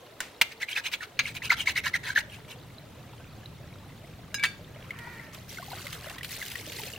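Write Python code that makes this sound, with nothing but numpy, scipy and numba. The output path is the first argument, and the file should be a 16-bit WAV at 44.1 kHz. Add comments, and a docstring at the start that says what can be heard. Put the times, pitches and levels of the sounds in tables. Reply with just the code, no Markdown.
"""In a courtyard outdoors, close to a marble floor: a steel trowel is tapped and scraped, then laid down with a clink.
The steel is noise and impacts through the blade's modes; let go, the blade rings in decaying sines.
Water tossed over it by hand spatters, drips and bubbles on the stone: ringing grains, hiss and rising tones.
Far off a crow caws, a pulse train through throat resonances. Low background noise, quiet at first, steps up
just after 1.1 s and then holds, under faint outdoor air. Nearby walls add a short stereo tail."""
import sys
import numpy as np
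from scipy import signal
from scipy.fft import rfft, irfft, next_fast_len
from scipy.io import wavfile
from numba import njit

SR = 44100
rng = np.random.default_rng(int(sys.argv[2]) if len(sys.argv) > 2 else 0)


def bounce(signal):
    """Save signal as a 16-bit WAV file at the path given by the first command-line argument."""
    frames = np.transpose(np.atleast_2d(signal))
    limited = np.clip(frames, -1, 1)
    pcm = np.round(limited * 32767).astype(np.int16)
    wavfile.write(sys.argv[1], SR, pcm)


N = 307818  # samples, about 7 s

# Tone of the low background noise. Each row: frequency in Hz, gain in dB.
LOW_NOISE_COLOUR = [(20, -20), (45, -13), (75, -6), (115, -1.5), (170, -7), (250, -13.5), (500, -28),
                    (1500, -56)]
# Tone of the outdoor air. Each row: frequency in Hz, gain in dB.
AIR_COLOUR = [(120, -35), (250, -8.5), (400, -7.5), (680, -11), (820, -13), (1300, -16), (2200, -18.5),
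              (3900, -20.5), (4700, -26), (9300, -33), (15500, -32.5)]
# Arched call of the distant crow. Each row: time in seconds, pitch in Hz, level in dB.
CAW = [(4.9, 438.3, -61), (4.99, 461, -48), (5.07, 479, -46), (5.14, 476.6, -48), (5.22, 459, -50),
       (5.36, 430, -57)]
# Resonances of the crow's throat. Each row: frequency in Hz, gain in dB.
THROAT = [(300, -25), (600, -21), (930, -7.5), (1400, -6), (1950, 2), (2400, -8), (3000, -25), (4000, -31),
          (6000, -48)]
# Dribbles and handfuls of water. Each row: start in seconds, pouring time in seconds,
# spray strength in dB, gurgle strength in dB.
TOSSES = [(4.74, .2, -65, -53.5), (4.96, 0.27, -59, -69), (5.324, .01, -48.5, -54), (5.477, .21, -49, -64),
          (5.69, .26, -45.5, -50), (6.02, .09, -50.5, -48.5), (6.235, .67, -43.5, -59)]
# Tone of the water spray. Each row: frequency in Hz, gain in dB.
SPRAY_COLOUR = [(880, -51), (1500, -9.5), (2030, -1.5), (2260, -3.5), (4480, -4), (4990, -7), (9790, -13),
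                (14900, -11.5), (15500, -16)]
# Air pockets that ring in the wet. Each row: start in seconds, peak in dB, starting pitch in Hz.
BUBBLES = [(2.298, -42, 3080), (2.783, -39.5, 3900), (3.458, -35.5, 3840), (4.758, -44.5, 560),
           (4.906, -25.5, 2050), (5.07, -38.5, 870), (5.195, -35.5, 1930), (5.572, -34.5, 2040),
           (5.584, -31, 1420), (5.596, -37.5, 642), (5.625, -35.5, 1020), (5.681, -38.5, 744),
           (5.715, -36, 880), (5.729, -33, 706), (5.731, -39.5, 1410), (5.852, -42, 525),
           (5.867, -32, 1990), (6.067, -37, 564), (6.074, -39, 1920), (6.105, -44, 734),
           (6.182, -36.5, 1880), (6.209, -32.5, 1840), (6.415, -28.5, 1970), (6.425, -29.5, 1620),
           (6.554, -26.5, 1835), (6.672, -41, 560), (6.786, -36.5, 1969), (6.935, -32.5, 2770),
           (6.961, -34.5, 2700)]
# Fat drops on the stone. Each row: start in seconds, level in dB before the decay.
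SPLATS = [(4.988, -40), (5.348, -42), (5.868, -35), (5.929, -32.5), (5.946, -40), (6.097, -37),
          (6.183, -37), (6.231, -33), (6.246, -31.5), (6.426, -35), (6.556, -36), (6.72, -34.5),
          (6.834, -33.5)]
# Modes of the blade damped by hand and floor. Each row: frequency in Hz, width in Hz, relative gain in dB.
HELD_BLADE = [(1022, 158, -4), (1286, 220, -1), (1710, 157, 4), (2260, 43, 16.5), (2580, 490, 2.5),
              (4030, 460, 6), (4780, 770, -3), (6440, 310, -0.5)]
# Modes of the free blade. Each row: frequency in Hz, strength struck at the tip in dB,
# strength struck at the heel in dB, time to fall by 60 dB in seconds.
FREE_BLADE = [(1617, -15, 1, 0.25), (1650, -3, -22, 0.23), (2296, -15, 2, .22), (2560, -18, -17, 0.12),
              (2820, -6.5, -15, 0.1), (3540, -31, -2.5, 0.26), (3900, -9, -14, 0.16), (4520, -35, -4, 0.27),
              (5100, -1.5, -16, 0.11), (6420, -7, -18, .12), (6820, -17, -7, 0.16), (8650, -23, -8, 0.15),
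              (10210, -22, -15, .12)]
# Tone of grit on the stone. Each row: frequency in Hz, gain in dB.
GRIT_COLOUR = [(400, -10.5), (900, -2), (2000, 5.5), (4000, -3), (5200, -3.5), (6500, 1), (8000, -3),
               (9800, -5.5), (11500, -9), (15500, -8)]
# Blows and rebounds of the blade on the floor. Each row: start in seconds, gain in dB,
# contact resonance in Hz, crack against steel in dB, rustling tail in dB before its decay.
TAPS = [(0.204, -27, 1670, 1.5, -38), (.413, -11, 2310, -5.5, -46), (.419, -22.5, 2270, 3, -59),
        (1.191, -15.5, 2280, -15, -47), (4.436, -15.5, 1840, -15, -40.5), (4.4376, -26, 1370, -17, -60),
        (4.453, -24.5, 2670, -8.5, -56)]
# Rings of the blade as it is let go. Each row: start in seconds, gain in dB, place struck from tip 0 to heel 1,
# focus on the main mode in dB per octave, contact time in seconds, silent after this many seconds.
CLINKS = [(4.3428, -25.5, 0.067, 1.5, 0.00074, 0.047), (4.382, -33, 0.92, 23, .004, .06),
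          (4.394, -28, 0.73, 14.5, 0.0022, 0.11), (4.427, -24, 0.64, 15, 0.0017, 0.027),
          (4.436, -32, 1, -0.5, 0.0013, .35)]
# Back-and-forth strokes of the tip over the stone. Each row: middle in seconds, length in seconds,
# gain in dB, contact resonance in Hz.
STROKES = [(0.523, 0.039, -44, 1880), (0.626, 0.054, -33.5, 1940), (0.715, 0.077, -35, 2520),
           (0.779, 0.059, -28.5, 1890), (.865, 0.061, -31, 2514), (.939, 0.05, -29.5, 2230),
           (1.032, 0.059, -37.5, 1481), (1.278, 0.1, -37.5, 2386), (1.365, 0.047, -35, 2330),
           (1.455, 0.068, -33, 2570), (1.522, 0.058, -24, 1500), (1.605, 0.082, -33, 2926),
           (1.691, 0.074, -27.5, 2100), (1.779, 0.056, -26, 2110), (1.868, 0.068, -27, 1800),
           (1.955, .046, -28.5, 1964), (2.084, .11, -32, 1760), (2.183, 0.067, -27, 1868),
           (2.342, 0.11, -48.5, 2750), (2.514, 0.073, -44.5, 2870)]
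# Moments when the edge catches and chatters, low when the whole blade bends.
# Each row: start in seconds, peak of the tone in dB, mean pitch in Hz.
CATCHES = [(0.628, -22, 2040), (.684, -28.5, 2240), (.727, -27, 3090), (.761, -19.5, 2480),
           (1.005, -32.5, 1950), (1.253, -24, 2210), (1.418, -29.5, 2100), (1.502, -9, 2235),
           (1.516, -17.5, 1380), (1.518, -25.5, 975), (1.603, -21.5, 2920), (1.671, -13.5, 2224),
           (1.677, -31, 953), (1.758, -22.5, 2080), (1.861, -30.5, 1010), (1.938, -16.5, 2100),
           (1.95, -21, 1960), (2.1, -23.5, 1684), (2.158, -14, 1770), (2.173, -13.5, 1748)]
# Stereo spread. Each row: frequency in Hz, gain of the side signal in dB.
WIDTH = [(60, -20), (150, -16), (400, -9), (1300, -8.5), (2400, -8.5), (4400, -4.5), (8000, -1.5),
         (15000, -1.5)]
# Tones of the rustle after a blow, of a splat, and of the walls. Each row: frequency in Hz, gain in dB.
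RUSTLE_COLOUR = [(400, -7), (2300, 1.0), (6000, -9.5), (15000, -22.0)]
SPLAT_COLOUR = [(400, -33), (1200, -3.5), (3000, 5.0), (6000, -11.0), (15000, -11.5)]
WALL_COLOUR = [(300, -6.5), (3000, -2.0), (14000, -5.0)]

TOP_HZ = 15800  # highest pitch of a grain, and where the recorder cuts off
STEP_START_S, STEP_LENGTH_S = 1.134, .04  # step up of the low background noise
LOW_NOISE_BEFORE_DB, LOW_NOISE_AFTER_DB, LOW_NOISE_WAVER_DB = -60, -48.5, 1.2
LANDING_S, DRAIN_T60_S, GURGLE_T60_S = 0.015, 0.46, 0.51  # rise of a toss; fall of its spray and gurgle by 60 dB
SLOSH_DB, FILL_S = -8, 0.26  # slosh against spray in a full puddle; time in which it fills
SURGE_DB, SURGE_RATE_HZ = 2, 22  # water leaves the hand in uneven clumps
BUBBLE_T60_S, BUBBLE_SLOPE = 0.031, .6  # ring of a 1 kHz pocket; power by which smaller ones die sooner
CONTACT_T60_S, DULL_DOUBLING_DB = 0.033, 17  # buzz of a blow at 0 dB crack; twice as long for this much less
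SWELL_SHARE = .52  # part of a stroke in which the pressure rises
GRIT_DB, FIRM_DB = -8.5, -29.5  # grit against steel in a firm stroke; gain of that stroke
GRIT_SLOPE = 0.17  # dB of grit share lost per dB of force
GRIT_OCTAVE_DB, USUAL_HZ = 4, 2140  # a steeper tip rings higher and is grittier, per octave above the usual
CATCH_SWELL_S = 0.0041  # build-up of a catch at USUAL_HZ; lower ones take longer


def undb(db):
    """Decibels to gain."""
    return 10 ** (np.asarray(db) / 20)


def level(x, db=0):
    """Scale to an rms level."""
    return x * undb(db) / np.sqrt(np.mean(x ** 2) + 1e-20)


def clock(seconds):
    """Sample times of a short sound."""
    return np.arange(int(seconds * SR)) / SR


def fade(t, t60):
    """Exponential decay by 60 dB in t60 seconds."""
    return np.exp(-np.log(1000) * t / t60)


def curves(table):
    """Columns of a table, joined by straight lines in time."""
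    seconds, *columns = np.transpose(table)
    return [np.interp(np.arange(N) / SR, seconds, column) for column in columns]


def add(track, start, sound):
    """Mix a sound in at a time in seconds."""
    i = int(start * SR)
    track[i:i + len(sound)] += sound[:max(N - i, 0)]


def colour(x, points):
    """Causal, minimum-phase filter through (Hz, dB) points, built from the folded cepstrum."""
    hz, db = np.transpose(points)
    n = 2 * next_fast_len(len(x) // 2 + 2048)
    gain_db = np.interp(np.log(np.fft.rfftfreq(n, 1 / SR) + 1), np.log(hz), db)
    cepstrum = irfft(np.log(undb(gain_db)))
    cepstrum[1:n // 2] *= 2
    cepstrum[n // 2 + 1:] = 0
    return irfft(rfft(x, n) * np.exp(rfft(cepstrum)))[:len(x)]


def resonate(x, hz, width_hz):
    """One resonance, gain 1 at its centre."""
    return signal.lfilter(*signal.iirpeak(hz, hz / width_hz, fs=SR), x)


def walk(n, rate):
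    """Random values joined by straight lines, rate per second, with a spread near 1."""
    return np.interp(np.arange(n) * rate / SR, np.arange(n), rng.standard_normal(n))


def clicks(n, rate, spread_db):
    """Random impacts of uneven size, rate per second."""
    hits = rng.random(n) < rate / SR
    signs = rng.choice([-1, 1], n)
    return level(hits * signs * undb(spread_db * rng.standard_normal(n)))


@njit
def ring_out(n, starts, poles, sizes):
    """Sum of short damped tones, each a complex number turning and shrinking."""
    out = np.zeros(n)
    for k in range(len(starts)):
        z = sizes[k] + 0j
        for i in range(starts[k], min(n, starts[k] + int(-6 / np.log(abs(poles[k]))))):
            out[i] += z.imag
            z *= poles[k]
    return out


def grains(n, rate, spread_db, t60):
    """Tiny impacts that each ring at their own pitch; t60 holds at 3 kHz, higher ones die sooner."""
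    draws = np.random.default_rng(rng.integers(2 ** 31))
    when, pitch, size, sign = draws.random((int(rate * n / SR) + 1, 4)).T
    hz = TOP_HZ * (.03 + .97 * pitch)
    decay = t60 * np.sqrt(3000 / hz)
    poles = np.exp((2j * np.pi * hz - np.log(1000) / decay) / SR)
    size_db = spread_db * np.minimum(-np.log(1 - size), 4)
    sizes = np.sign(sign - .5) * undb(size_db) / np.sqrt(decay)
    return level(ring_out(n, (when * n).astype(np.int64), poles, sizes))


def bubble(hz, t60, glide=0.17, swell=0.00059):
    """A pocket of air rings, rising in pitch as it nears the surface."""
    t = clock(1.2 * t60)
    tone = np.sin(2 * np.pi * hz * t * (1 + glide * t / t60 / 2))
    ring = (1 - np.exp(-t / swell)) ** 2 * fade(t, t60) * tone
    return ring / np.abs(ring).max()


def burble(low_hz, high_hz, cycles, range_db, count):
    """Short rising blips of random pitch and size."""
    out = np.zeros(N)
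    for when, size, strength in rng.random((count, 3)):
        hz = low_hz * (high_hz / low_hz) ** size
        add(out, when * N / SR, undb(-range_db * strength) * bubble(hz, t60=cycles / hz, glide=0.23))
    return level(out)


def low_noise_gain():
    """The low background noise is quiet at first, steps up just after 1.1 s, then holds with a slow waver."""
    on = np.clip((np.arange(N) / SR - STEP_START_S) / STEP_LENGTH_S, 0, 1)
    steady_db = LOW_NOISE_BEFORE_DB + on * (LOW_NOISE_AFTER_DB - LOW_NOISE_BEFORE_DB)
    return undb(steady_db + LOW_NOISE_WAVER_DB * walk(N, rate=1.98))


def outdoors():
    """Filtered noise, low and stepping up, and gently wavering air; blips for low-middle flutter and faint ticks."""
    low_noise = level(colour(rng.standard_normal(N), LOW_NOISE_COLOUR)) * low_noise_gain()
    hiss = rng.standard_normal(N) + undb(-4) * grains(N, rate=1200, spread_db=3.5, t60=.028)
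    air = level(colour(hiss, AIR_COLOUR), -53.5) * undb(0.48 * walk(N, rate=13))
    flutter = undb(-62.0) * burble(low_hz=415, high_hz=737, cycles=68, range_db=6.5, count=130)
    ticks = undb(-68) * burble(low_hz=1100, high_hz=4200, cycles=18, range_db=14, count=120)
    return low_noise + air + flutter + ticks


def crow():
    """One arched caw from far away: pulses of uneven pitch and hoarse noise, shaped by the throat."""
    hz, db = curves(CAW)
    t = np.arange(N) / SR
    phase = np.cumsum(hz * (1 + .042 * walk(N, rate=450))) / SR
    # one pulse per cycle, less its mean
    pulses = level(np.diff(np.floor(phase), prepend=0) - hz / SR)
    voice = pulses + undb(-5) * rng.standard_normal(N)
    calling = (t > CAW[0][0]) * (t < CAW[-1][0])
    return level(colour(voice, THROAT)) * undb(db) * calling


def flow():
    """Strength of spray, gurgle and slosh: each toss lands quickly, fills a puddle while it pours, then drains."""
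    power = np.zeros((3, N))
    for start, pour, spray_db, gurgle_db in TOSSES:
        age = np.maximum(np.arange(N) / SR - start, 0)
        landing = np.minimum(age / LANDING_S, 1)
        after = np.maximum(age - pour, 0)
        filling = 1 - np.exp(-(age / FILL_S) ** 2)
        spray = undb(spray_db) * landing * fade(after, DRAIN_T60_S)
        gurgle = undb(gurgle_db) * landing * fade(after, GURGLE_T60_S)
        slosh = undb(spray_db + SLOSH_DB) * filling * fade(after, t60=1.0)
        power += np.array([spray, gurgle, slosh]) ** 2
    return np.sqrt(power) * undb(SURGE_DB * walk(N, rate=SURGE_RATE_HZ))


def water():
    """Tossed water breaks into droplets; small bubbles gurgle in the film, larger ones slosh as it deepens."""
    spray_gain, gurgle_gain, slosh_gain = flow()
    droplets = grains(N, rate=5000, spread_db=3.8, t60=.012)
    # every fat drop bursts into a millisecond of broad hiss
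    burst = rng.standard_normal(N)
    impact_power = clicks(N, rate=170, spread_db=5) ** 2
    burst_power = signal.lfilter([1], [1, -np.exp(-1 / (.0008 * SR))], impact_power)
    splats = level(burst * np.sqrt(burst_power))
    spray = level(colour(droplets + .6 * splats, SPRAY_COLOUR)) * undb(1.4 * walk(N, rate=45))
    gurgle = burble(low_hz=982, high_hz=3210, cycles=27.0, range_db=10.0, count=2600)
    slosh = burble(low_hz=299, high_hz=913, cycles=28, range_db=21.0, count=900)
    return spray_gain * spray + gurgle_gain * gurgle + slosh_gain * slosh


def splat(db):
    """A drop flattens on the stone in a short burst of hiss."""
    t = clock(0.045)
    hiss = colour(rng.standard_normal(len(t)), SPLAT_COLOUR)
    return level(hiss, db) * fade(t, t60=0.036)


def drops():
    """Air pockets close with a faint splat and ring, the large ones longest; fat drops only splat."""
    out = np.zeros(N)
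    for start, db, hz in BUBBLES:
        t60 = BUBBLE_T60_S * (1000 / hz) ** BUBBLE_SLOPE
        # long-lived pockets rise furthest
        add(out, start, undb(db) * bubble(hz, t60, glide=11 * t60, swell=t60 / 16))
        add(out, start, undb(-16.5) * splat(db))
    for start, db in SPLATS:
        add(out, start, splat(db))
    return out


def blade(push, hz, contact_db, contact_width_hz):
    """The held blade: its damped modes and one resonance that shifts with the grip and angle."""
    modes = 0
    for k, (mode_hz, width_hz, db) in enumerate(HELD_BLADE):
        modes = modes + (-1) ** k * undb(db) * resonate(push, mode_hz, width_hz)
    contact = resonate(resonate(push, hz, contact_width_hz), hz, contact_width_hz)
    return level(level(modes) + level(contact, contact_db))


def taps():
    """At each blow the held blade buzzes briefly against the stone, with a gritty crack and a rustling tail."""
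    out, t = np.zeros(N), clock(.4)
    n = len(t)
    for start, db, hz, crack_db, tail_db in TAPS:
        contact = fade(t, CONTACT_T60_S * 2 ** (-crack_db / DULL_DOUBLING_DB))
        rattle = clicks(n, rate=20000, spread_db=1.5)
        crunch = grains(n, rate=6900, spread_db=-9.5, t60=0.03)
        buzz = (rattle + undb(-8.5) * crunch) * contact
        steel = blade(buzz, hz, contact_db=1, contact_width_hz=690)
        blow = steel + level(colour(buzz, GRIT_COLOUR), crack_db)
        tail = level(colour(rng.standard_normal(n), RUSTLE_COLOUR)) * fade(t, t60=0.31)
        # a shorter contact gives less energy
        add(out, start, undb(db) * blow * np.sqrt(np.mean(contact ** 2)) + undb(tail_db) * tail)
    return out


def clinks():
    """Let go, the free blade rings in modes weighted by the place struck, over a short gritty noise."""
    out, t = np.zeros(N), clock(.4)
    n = len(t)
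    for start, db, heel, focus_db, push, stop in CLINKS:
        grit = level(colour(rng.standard_normal(n), GRIT_COLOUR))
        ring = undb(-2.5 - focus_db) * fade(t, t60=0.047) * grit
        for hz, tip_db, heel_db, t60 in FREE_BLADE:
            # rocking on the stone detunes and damps each mode unevenly
            phase = 2 * np.pi * np.cumsum(hz * (1 + 0.008 * walk(n, rate=160))) / SR
            mode_db = np.interp(heel, [0, 1], [tip_db, heel_db]) - focus_db * abs(np.log2(hz / 2300))
            ring = ring + undb(mode_db + 2 * walk(n, rate=122)) * fade(t, t60) * np.sin(phase)
        onset = np.minimum(t / push, 1)
        stopping = np.clip((stop - t) / 0.011, 0, 1)
        add(out, start, undb(db) * ring * onset * stopping)
    return out


def chatter(db, hz, swell):
    """The edge catches: a tone that swells and dies within a few cycles, wavering in pitch."""
    t = clock(6 * swell)
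    grip = (t / swell * np.exp(1 - t / swell)) ** 3
    phase = 2 * np.pi * np.cumsum(hz * (1 + 0.054 * walk(len(t), rate=440))) / SR
    return undb(db) * grip * (np.sin(phase) + undb(-22.0) * np.sin(2 * phase))


def stroke(length, db, hz):
    """The tip sticks and slips over grit under rising, then falling pressure, with a squeak that falls in pitch."""
    t, swell = clock(length), SWELL_SHARE * length
    n = len(t)
    pressure = undb(np.interp(t, [0, swell, length], [-13, 1, -16])) * signal.windows.tukey(n, .12)
    crunch = grains(n, rate=4000, spread_db=3.5, t60=.034)
    slips = clicks(n, rate=3000, spread_db=2.5) * undb(3 * walk(n, rate=200))
    steel = blade(slips + undb(-2.5) * crunch, hz, contact_db=-4.0, contact_width_hz=900)
    # the free length of the edge keeps changing, so its squeak wanders
    octaves = -2.5 * (t - swell) + .11 * walk(n, rate=90) + .07 * walk(n, rate=900)
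    phase = 2 * np.pi * np.cumsum(hz * 2 ** octaves) / SR
    squeak = level(np.sin(phase) * undb(5 * walk(n, rate=200)), -3.5)
    # a light stroke has a larger share of grit than a firm one
    grit_db = GRIT_DB - GRIT_SLOPE * (db - FIRM_DB) + GRIT_OCTAVE_DB * np.log2(hz / USUAL_HZ)
    grit = level(colour(crunch + undb(-10) * slips, GRIT_COLOUR), grit_db)
    return undb(db) * (pressure * level(steel + squeak) + pressure ** 0.83 * grit)


def scraping():
    """Strokes of the tip over the stone; now and then the edge catches and chatters."""
    out = np.zeros(N)
    for middle, length, db, hz in STROKES:
        add(out, middle - length / 2, stroke(length, db, hz))
    for start, db, hz in CATCHES:
        add(out, start, chatter(db, hz, CATCH_SWELL_S * np.sqrt(USUAL_HZ / hz)))
    return out


def stereo(mid, side):
    """Left and right: alike in the bass, wide in the treble."""
    side = colour(side, WIDTH)
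    return np.array([mid + side, mid - side])


def spread(x, count=8):
    """Short floor reflections shift all the time, so the treble reaches the two sides unalike."""
    paths = np.array([walk(N, rate=63) for _ in range(count)])
    paths /= np.linalg.norm(paths, axis=0)
    lags = rng.integers(2, 90, count)  # samples
    side = sum(gain * np.pad(x, (lag, 0))[:N] for gain, lag in zip(paths, lags))
    return stereo(x, side)


def courtyard(x, t60=0.36, wet_db=-19):
    """Nearby walls return a short tail of decaying noise, strongest near 3 kHz, different at each ear."""
    t = clock(.6)
    sides = []
    for _ in range(2):
        echoes = rng.standard_normal(len(t)) * fade(t, t60) * (t > .008)
        tail = colour(echoes, WALL_COLOUR)
        sides.append(signal.fftconvolve(x, undb(wet_db) * tail / np.linalg.norm(tail))[:N])
    return np.array(sides)


def scene():
    """Trowel and water close to the microphone, the crow far off, over air and low background noise."""
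    near = water() + drops() + taps() + clinks() + scraping()
    return stereo(outdoors(), outdoors()) + spread(crow() + near) + courtyard(near)


def record(dry):
    """The recorder rounds the loudest peaks and cuts the top."""
    rounded = dry / (1 + (dry / .6) ** 4) ** .25
    top_cut = signal.ellip(10, .2, 80, TOP_HZ, fs=SR, output="sos")
    return signal.sosfilt(top_cut, rounded)


dry = scene()
out = record(dry)
bounce(out)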